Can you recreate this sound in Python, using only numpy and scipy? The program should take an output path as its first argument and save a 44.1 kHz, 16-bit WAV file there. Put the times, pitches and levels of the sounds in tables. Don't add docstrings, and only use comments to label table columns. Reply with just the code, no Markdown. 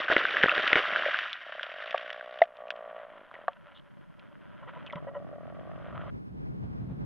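import sys
import numpy as np
from scipy import signal
from scipy.fft import rfft, irfft
from scipy.io import wavfile
from scipy.ndimage import uniform_filter1d

SR = 44100
rng = np.random.default_rng(int(sys.argv[2]) if len(sys.argv) > 2 else 0)


def wav_record(signal):
    frames = np.transpose(np.atleast_2d(signal))
    bounded = np.clip(frames, -1, 1)
    quanta = np.round(bounded * 32767).astype(np.int16)
    wavfile.write(sys.argv[1], SR, quanta)


N = 310905
TIME = np.arange(N) / SR


def amp(db):
    return 10 ** (np.asarray(db) / 20)


def evened(x):
    return x / np.sqrt(np.mean(x ** 2) + 1e-20)


def peaked(x):
    return x / abs(x).max()


def noise():
    return rng.standard_normal(N)


def curve(rows):
    rows = np.asarray(rows)
    return np.interp(TIME, rows[:, 0], rows[:, 1])


def add(mix, s, sound):
    part = mix[max(round(s * SR), 0):][:len(sound)]
    part += sound[:len(part)]


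def ramp(start, length):
    return np.clip((TIME - start) / length, 0, 1)


def surge(start, end, db, rise, fall):
    before, after = np.maximum(start - TIME, 0), np.maximum(TIME - end, 0)
    return amp(db) * np.exp(-before / rise - after / fall)


def together(gains):
    return np.sqrt(sum(gain ** 2 for gain in gains))


def colour(x, points, size=4096):
    hz, db = np.transpose(points)
    bins_hz = abs(np.fft.fftfreq(size, 1 / SR))
    log_gain = np.log(amp(np.interp(np.log(bins_hz + 1), np.log(hz), db)))
    taps = np.fft.ifft(np.exp(np.conj(signal.hilbert(log_gain)))).real[:size // 2]
    return signal.oaconvolve(x, taps)[:len(x)]


def band(x, lo_hz, hi_hz, order=2):
    edges = [lo_hz, min(hi_hz, .45 * SR)]
    return signal.sosfilt(signal.butter(order, edges, "band", fs=SR, output="sos"), x)


def drift(per_s):
    rolloff = 1 + (np.fft.rfftfreq(N, 1 / SR) / per_s) ** 4
    return evened(irfft(rfft(noise()) / rolloff, N))


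def clicks(per_s, spread_db):
    size = amp(spread_db * np.minimum(rng.exponential(1, N), 3.5))
    sign = rng.choice([-1, 1], N)
    present = rng.random(N) < per_s / SR
    return evened(size * sign * present / np.sqrt(per_s))


BUBBLE_RISE_MAX = 0.07


def ring(t, hz, t60, swell, glide=0):
    turns = hz * (t + np.cumsum(np.minimum(glide * t, BUBBLE_RISE_MAX)) / SR)
    decay = np.exp(-np.log(1000) * t / t60)
    return np.sin(2 * np.pi * turns) * decay * (1 - np.exp(-(t / swell) ** 2))


def pops(lo_hz, hi_hz, per_s, cycles, count=10):
    t = np.arange(1500) / SR
    total = 0
    for hz in np.geomspace(lo_hz, hi_hz, count):
        starts = clicks(per_s / count, spread_db=2.0)
        total = total + signal.oaconvolve(starts, ring(t, hz, cycles / hz, 1 / hz))[:N]
    return evened(total)


# start in seconds, snap peak in dB, centre in Hz,
# low thud and bright edge in dB relative to the snap, before the trims thud_db and edge_db.
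CRACKS = [(0.101, -14, 1350, -4, -41), (0.1232, -22.5, 1500, -0.5, -24), (0.165, -6.5, 1990, -7.5, -24),
          (0.3683, -10.5, 1690, -23, -27), (0.4292, -13, 2010, -19.5, -14), (0.435, -5, 1770, -17.5, -17),
          (0.4402, -10, 1460, -1.5, -21.5), (0.4596, -14.5, 1830, -3, -39.5),
          (0.4837, -10.5, 1350, -16, -22.5), (0.5794, -15, 1610, -6, -11.5), (0.6431, -19, 1680, -9, -18),
          (0.6773, -14, 1830, -34, -5.5), (0.7302, -5.5, 1930, -11.5, -13), (0.756, -7, 1810, -12, -15),
          (0.7629, -18, 1510, 0.5, -12), (1.189, -17.5, 1460, -47, -7.5), (1.3304, -20, 3470, -39, -3),
          (1.631, -25, 1440, -25, -2.5), (1.909, -28, 2570, -18, -2), (2.1032, -25.5, 1780, -40, -7.5),
          (2.705, -24.5, 1460, -25, -3), (3.3135, -34, 1250, -21, -23.5), (3.341, -38, 1860, -6, -16),
          (4.957, -37.5, 2000, -14, -12)]
# frequency in Hz, gain in dB.
CRACKLE_COLOUR = [(35, -56), (60, -24), (249, -12), (325, -4), (456, -13), (606, 6.5), (737, -4),
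                  (880, -19.5), (997, -7.5), (1210, -8.5), (1450, 1), (1860, 0), (2510, -11), (2950, -4),
                  (4210, -16), (5470, -67), (9260, -120)]
# frequency in Hz, gain in dB.
EDGE_COLOUR = [(300, -54), (1500, -10.5), (2500, 3.5), (3400, 4.5), (4300, -14.5), (5700, -22),
               (7800, -50.5), (10000, -44), (13000, -54.5)]


def cracks(scatter=0.073, scatter_s=0.0044, pop_t60=0.011, pop_db=1, thud_db=1, thud_hz=470, edge_db=3):
    out, t = np.zeros(N), np.arange(2048) / SR
    for s, db, hz, low_db, high_db in CRACKS:
        splinters = scatter * rng.standard_normal(len(t)) * np.exp(-t / scatter_s)
        burst = splinters + (t == 0)
        snap = evened(band(colour(burst, CRACKLE_COLOUR), hz / 1.55, hz * 1.166))
        snap = peaked(snap + amp(pop_db) * evened(ring(t, hz, pop_t60, 0.00073)))
        thud = evened(band(band(burst, 310, 840, order=1), 40, 1100))
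        thud = evened(thud + 0.42 * evened(ring(t, thud_hz, 0.0062, 0.00012)))
        edge = evened(colour(burst, EDGE_COLOUR))
        extras = amp(low_db + thud_db) * thud + amp(high_db + edge_db) * edge
        add(out, s, amp(db) * (snap + snap.std() * extras))
    return out


# start in seconds, peak in dB.
TICKS = [(1.979, -29), (2.129, -32.5), (2.3882, -34.5), (2.418, -23.5), (2.436, -34.5), (2.569, -45),
         (2.682, -40.5), (2.762, -44.5), (3.4813, -38), (3.532, -45.5), (4.195, -45), (4.864, -36),
         (4.925, -40)]


def ticks():
    out, t = np.zeros(N), np.arange(2048) / SR
    for s, db in TICKS:
        burst = rng.standard_normal(len(t)) * np.exp(-t / 0.002)
        add(out, s, amp(db) * peaked(colour(burst, EDGE_COLOUR)))
    return out


# time in seconds, slips per second.
SLIP_RATE = [(0.857, 44.935), (1.435, 34.65), (1.644, 34.59), (1.882, 59.01), (2.386, 61.68),
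             (2.939, 57.21), (3.072, 58.8), (3.402, 39.4), (5.226, 45.66), (5.419, 41.35), (5.646, 48.34),
             (6.1, 45.24)]


def slip_train():
    jitter = .008 * drift(per_s=35)
    started = TIME > SLIP_RATE[0][0]
    turns = np.cumsum(curve(SLIP_RATE) * started) / SR + jitter
    return np.diff(np.floor(np.maximum(turns, 0)), prepend=0)


BURST_S, BURST_SHARE, BURST_START_S, BURST_FADE_S = .0025, .6, 1.3, .7


def bunching(slips):
    decay = np.exp(-np.arange(1500) / SR / BURST_S)
    bursts = signal.oaconvolve(slips, decay)[:N] / (BURST_S * curve(SLIP_RATE))
    share = BURST_SHARE * ramp(BURST_START_S, BURST_FADE_S)
    return uniform_filter1d(np.sqrt(1 - share + share * abs(bursts)), size=60)


GRIND_END_S, GRIND_FADE_S, GRIND_DROP_DB = 1, 0.12, 11
CRACKLE_END_S, HANDOVER_S = 2.47, 0.029
CRUNCH_RISE_S, CRUNCH_FALL_S = 0.0031, 0.0081
# time in seconds, level in dB.
CRACKLE = [(0.0, -31.5), (0.078, -41.5), (0.085, -32), (0.12, -34), (0.63, -31), (0.89, -33.5), (1.06, -33),
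           (1.14, -34.5), (1.28, -38.5), (1.37, -47), (1.98, -44), (2.15, -49), (2.28, -54), (2.41, -58)]
# start in seconds, length in seconds, level in dB before the layer trims.
CRUNCHES = [(0.107, 0.023, -26), (0.179, 0.038, -32.5), (0.769, 0.026, -27), (2.298, 0.19, -54)]
# time in seconds, fractures per second.
FRACTURES = [(1.2, 1400), (1.5, 1200), (2.2, 900)]
# frequency in Hz, gain in dB.
FIZZ_COLOUR = [(2000, -26), (3200, 4.5), (3700, 7), (4400, -10), (5700, -15.5), (7000, -36.5), (8000, -47),
               (10000, -33), (12500, -47)]


def crackle(slips, level_db=-1, grind_db=-12.5, fizz_db=-13, clump_db=1.0, pops_db=-1, gurgle_db=-2):
    bursts = bunching(slips)
    clumps = amp(clump_db * drift(per_s=80)) * bursts
    hiss = .25 * noise()
    fractures = (clicks(per_s=curve(FRACTURES), spread_db=2.2) + hiss) * clumps
    body = evened(band(colour(fractures, CRACKLE_COLOUR), 780, 3850, order=4))
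    popping = pops(1250, 2100, per_s=200, cycles=12) + .5 * pops(2300, 3500, per_s=200, cycles=21)
    body = body + amp(pops_db) * bursts * evened(popping)

    coarse = clicks(per_s=240, spread_db=4.5) * clumps
    grind = evened(band(colour(coarse, CRACKLE_COLOUR), 130, 720, order=3))
    grind = grind + amp(gurgle_db) * pops(470, 680, per_s=47, cycles=6.3)
    contact_db = -GRIND_DROP_DB * ramp(GRIND_END_S, GRIND_FADE_S)
    fizz = evened(colour(fractures, FIZZ_COLOUR))

    crunches = [surge(s, s + length, db, CRUNCH_RISE_S, CRUNCH_FALL_S) for s, length, db in CRUNCHES]
    effort = together([amp(curve(CRACKLE))] + crunches)
    sound = body * amp(level_db) + grind * amp(grind_db + contact_db) + fizz * amp(fizz_db)
    return sound * effort * (1 - ramp(CRACKLE_END_S - HANDOVER_S, HANDOVER_S))


# start in seconds, peak in dB, pitch in Hz.
POPS = [(0.2529, -11, 1554), (.3476, -21.5, 1630), (.494, -10, 2670), (0.5161, -14.5, 1460),
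        (.5531, -19, 1420), (0.9603, -11.5, 1570), (1.055, -20.5, 1810), (1.1436, -14, 1550),
        (1.1614, -25, 1760), (1.5951, -23.5, 1560), (2.2097, -29, 1560), (3.353, -35.5, 1890),
        (4.899, -36, 2180), (4.907, -35, 1990), (5.9779, -29.5, 1290)]


def air_pops(t60=0.014, swell=0.00068, snap_db=-4):
    out, t = np.zeros(N), np.arange(2048) / SR
    snap = peaked(band(colour(1.0 * (t == 0), CRACKLE_COLOUR), 900, 3200))
    for s, db, hz in POPS:
        pop = peaked(ring(t, hz, t60, swell)) + amp(snap_db) * snap
        add(out, s, amp(db) * peaked(pop))
    return out


# start in seconds, level in dB before band-pass and overload,
# starting pitch in Hz, t60 in seconds, tick in dB relative to the ring.
KNOCKS = [(.111, -14.5, 654, 0.041, -16), (.339, -23, 447, 0.032, -19), (.5365, -12, 563, 0.01, -17),
          (1.06, -15.5, 577, 0.048, -14), (1.083, -16, 584, 0.033, -10.5), (2.4165, -0.5, 663, 0.045, -27),
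          (5.0695, -31, 556, 0.16, -17), (5.151, -31.5, 574.6, 0.24, -19),
          (5.165, -31.5, 595, 0.082, -22.5), (5.327, -33.5, 587, 0.13, -17)]
BUBBLE_RISE_PER_S = 1.7
RISING_T60 = .06


def bubbles(overload_db=-9, buzz_db=11, swell=.0015):
    out, t = np.zeros(N), np.arange(6000) / SR
    for s, db, hz, t60, tick_db in KNOCKS:
        burst = rng.standard_normal(len(t)) * np.exp(-t / 0.0065)
        tick = peaked(band(burst, 1200, 1760, order=4))
        glide = BUBBLE_RISE_PER_S * (t60 < RISING_T60)
        add(out, s, amp(db) * (ring(t, hz, t60, swell, glide) + amp(tick_db) * tick))
    out = band(out, 500, 3500)
    limit = amp(overload_db)
    excess = np.clip(out, -limit, limit) - out
    return out + amp(buzz_db) * band(excess, 1750, 2200, order=3)


# start in seconds, peak in dB, pitch of the blow in Hz,
# snap in dB relative to the blow, ringing of the block in dB relative to blow and echo.
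CLONKS = [(1.9445, -13, 630, -3.5, -16.5), (3.4811, -13.5, 790, 4.5, -17.5)]
# pitch in Hz, level in dB, t60 in seconds.
BLOCK = [(556, -6.5, 0.063), (723, -5.5, 0.042), (907, -11, .055), (1143, 1.5, 0.028)]


def clonks(blow_t60=0.0072, snap_hz=1450, snap_t60=0.0037, echo_s=0.001733, echo=0.66, swell=0.00017):
    out, t = np.zeros(N), np.arange(4000) / SR
    modes = peaked(sum(amp(db) * ring(t, hz, t60, echo_s) for hz, db, t60 in BLOCK))

    def blow(u, hz, snap_db):
        return ring(u, hz, blow_t60, swell) + amp(snap_db) * ring(u, snap_hz, snap_t60, swell)

    for s, db, hz, snap_db, ring_db in CLONKS:
        mirrored = blow(np.maximum(t - echo_s, 0), hz, snap_db)
        struck = peaked(blow(t, hz, snap_db) + echo * mirrored)
        add(out, s, amp(db) * peaked(band(struck + amp(ring_db) * modes, 610, 1490, order=3)))
    return out


# start and end of the hold in seconds, pulse peak in dB before unevenness,
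# rise time and fall time in seconds, low thump in dB relative to the pulse.
SWELLS = [(0.869, 1.03, -29.5, .01, 0.033, -13), (1.454, 2.4, -35.5, 0.013, 0.13, -18.5),
          (2.591, 2.969, -34, .015, 0.17, -18.5), (3.123, 3.226, -53, 0.032, 0.029, 3),
          (3.377, 3.437, -39.5, 0.046, 0.009, -11), (5.047, 6.103, -39.5, 0.21, .02, -7)]
# pitch in Hz, level in dB, t60 in seconds.
HOUSING = [(616.5, 4.5, 0.022), (1139, -7.5, 0.043), (1460, -22.5, 0.0071), (1855, -15.5, 0.029)]
CREAK_BED_DB = -71
THUMP_HZ, THUMP_T60 = 316, 0.0066


def creak(slips, echo_s=0.0015, echo=0.58, far_db=-11):
    jolts = slips * amp(.7 * drift(per_s=40))
    pulses = jolts * together([amp(CREAK_BED_DB)] + [surge(*row) for *row, low_db in SWELLS])
    pushes = jolts * together([surge(*row) * amp(low_db) for *row, low_db in SWELLS])

    t = np.arange(1500) / SR
    late = np.maximum(t - echo_s, 0)
    housing = sum(amp(db) * (ring(t, hz, t60, 0.00073) + echo * ring(late, hz, t60, 0.0013))
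                  for hz, db, t60 in HOUSING)
    direct = signal.oaconvolve(pulses, peaked(band(housing, 290, 3000)))[:N]
    thump = peaked(band(ring(t, THUMP_HZ, THUMP_T60, 0.00054), 210, 650))
    low = signal.oaconvolve(pushes, thump)[:N]

    smear = np.interp(TIME, [3, 5], [.1, 1])
    tails = signal.oaconvolve(pulses, np.exp(-t / .008))[:N] * smear
    wash = evened(band(noise(), 560, 728, order=3)) + .5 * evened(band(noise(), 1150, 1400))
    return direct + low + amp(far_db) * band(tails * wash, 280, 1300, order=3)


# pitch in Hz, level in dB, t60 in seconds.
HOLLOW = [(577.3, -3, 0.1), (998, 1.5, 0.034), (1326, -4.5, 0.036), (1925, -10.5, 0.045),
          (3000, -9.5, 0.011)]


def hollow(x):
    t = np.arange(4000) / SR
    modes = sum(amp(db) * ring(t, hz, t60, 0.0016) for hz, db, t60 in HOLLOW)
    return signal.oaconvolve(x, modes)


# time of the peak in seconds, level in dB before level_db,
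# rise time and fall time in seconds.
SCRAPES = [(3.002, -52, 0.71, 0.63), (3.351, -51, 0.018, 0.09), (3.682, -51.5, 0.021, 0.059),
           (4.25, -60, 0.18, 0.059), (4.8, -50.5, 0.39, 0.25), (6.03, -50, 0.42, 0.4)]
SCRAPE_BED_DB = -78.5
# frequency in Hz, gain in dB.
SCRAPE_COLOUR = [(60, -28), (200, -5), (400, -16.5), (580, 5), (800, -2), (1020, 1.5), (1180, 1.5),
                 (1400, 7), (1800, 0.5), (2500, -7), (3200, -6), (4300, -30), (7000, -69)]
# start in seconds, length in seconds, level in dB, centre in Hz.
SQUEAKS = [(3.744, 0.059, -59, 3460), (4.866, 0.0187, -50, 2950)]


def scrape(level_db=-1.5, pops_db=1.0, hollow_db=-4):
    clumps = amp(1.8 * drift(per_s=45))
    rubs = clicks(per_s=2000, spread_db=3) + .9 * clicks(per_s=220, spread_db=3.5)
    grains = evened(colour(rubs * clumps, SCRAPE_COLOUR))
    hollows = evened(hollow(clicks(per_s=240, spread_db=1.5) * clumps)[:N])
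    bubbling = amp(pops_db) * pops(1070, 1420, per_s=130, cycles=29) * ramp(5, 1)
    strokes = [surge(s, s, db, rise, fall) for s, db, rise, fall in SCRAPES]
    effort = amp(level_db) * together([amp(SCRAPE_BED_DB)] + strokes)
    sound = effort * (grains + amp(hollow_db) * hollows + bubbling)
    sound = sound * ramp(CRACKLE_END_S - HANDOVER_S, HANDOVER_S)

    catches = clicks(per_s=500, spread_db=1)
    for s, length, db, hz in SQUEAKS:
        rub = band(catches[round(s * SR):][:round(length * SR)], hz / 1.19, hz * 1.07, order=3)
        add(sound, s, amp(db) * evened(rub) * signal.windows.tukey(len(rub), .2))
    return sound


# start in seconds, length of the rattle in seconds, level in dB.
JOSTLES = [(4.616, 0.023, -48.5), (4.673, 0.021, -46.5), (4.754, 0.022, -46), (4.926, 0.007, -34.5),
           (4.957, 0.028, -42.5), (5.068, 0.022, -43.5), (5.144, 0.029, -42.5)]


def jostles(per_s=900):
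    out, slips = np.zeros(N), clicks(per_s=per_s, spread_db=2.0)
    for s, length, db in JOSTLES:
        run = slips[round(s * SR):][:round(length * SR)]
        sound = hollow(run)
        add(out, s, amp(db) * evened(sound) * np.sqrt(len(run) / len(sound)))
    return out


def bump(start_s=4.955, db=-33, hz=165, t60=0.1, swell=0.0012):
    out = np.zeros(N)
    add(out, start_s, amp(db) * ring(np.arange(8000) / SR, hz, t60, swell))
    return out


RUMBLE_START_S, RUMBLE_FULL_S = 2.62, 4.923
OPPOSED_DB, OPPOSED_DB_PER_S = -45.5, 3.5
SHARED_DB, SHARED_DB_PER_S = -65.5, 12
# frequency in Hz, gain in dB.
RUMBLE_COLOUR = [(15, -57.5), (25, -51), (54, -10), (155, -4.5), (415, -26), (585, -30.5), (861, -34.5),
                 (4210, -61.5), (5470, -103), (9260, -120)]
# frequency in Hz, gain in dB.
OPPOSED_COLOUR = [(15, -53), (25, -28), (152, -2), (415, -15.5), (695, -26.5), (880, -27), (1270, -32),
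                  (1500, -32), (4210, -54.5), (5470, -53.5), (9260, -120)]
# time of the peak in seconds, level in dB,
# rise time and fall time in seconds, share of power that is opposed from 0 to 1.
BUFFETS = [(6.15, -52, 0.12, 0.039, 0.3), (6.64, -36.5, 0.026, 0.14, 0.63), (6.96, -42, 0.078, 0.096, 0.7)]


def turbulence(points, gust_db=2.0):
    return evened(colour(noise(), points) * amp(gust_db * drift(per_s=13.2)))


def rumble():
    fade, since = ramp(RUMBLE_START_S, RUMBLE_FULL_S - RUMBLE_START_S), TIME - RUMBLE_FULL_S
    shared_gains = [fade * amp(SHARED_DB + SHARED_DB_PER_S * since)]
    opposed_gains = [fade * amp(OPPOSED_DB + OPPOSED_DB_PER_S * since)]
    for s, db, rise, fall, share in BUFFETS:
        gain = surge(s, s, db, rise, fall)
        shared_gains.append(gain * np.sqrt(1 - share))
        opposed_gains.append(gain * np.sqrt(share))
    shared = turbulence(RUMBLE_COLOUR) * together(shared_gains)
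    opposed = turbulence(OPPOSED_COLOUR) * together(opposed_gains)
    return np.array([shared + opposed, shared - opposed])


# frequency in Hz, gain in dB.
FLOOR_COLOUR = [(25, -1.5), (60, -7), (200, -11), (1000, -20.5), (4500, -26.5), (8000, -34.5),
                (10000, -30.5), (12500, -34.5)]


def floor(db=-77):
    return amp(db) * evened(colour(noise(), FLOOR_COLOUR))


CUT_S, CUT_FADE_S = 6.105, 0.0086


def scene():
    slips = slip_train()
    ice = cracks() + ticks() + crackle(slips) + clonks() + creak(slips) + scrape() + jostles() + bump()
    underwater = ice + air_pops() + bubbles()
    return underwater * np.clip((CUT_S - TIME) / CUT_FADE_S, 0, 1) + floor() + rumble()


EDGE_HZ = 13000


def record(dry):
    taps = signal.firwin(511, EDGE_HZ, window=("kaiser", 9), fs=SR)
    return signal.oaconvolve(dry, taps[None], "same")


dry = scene()
out = record(dry)
wav_record(out)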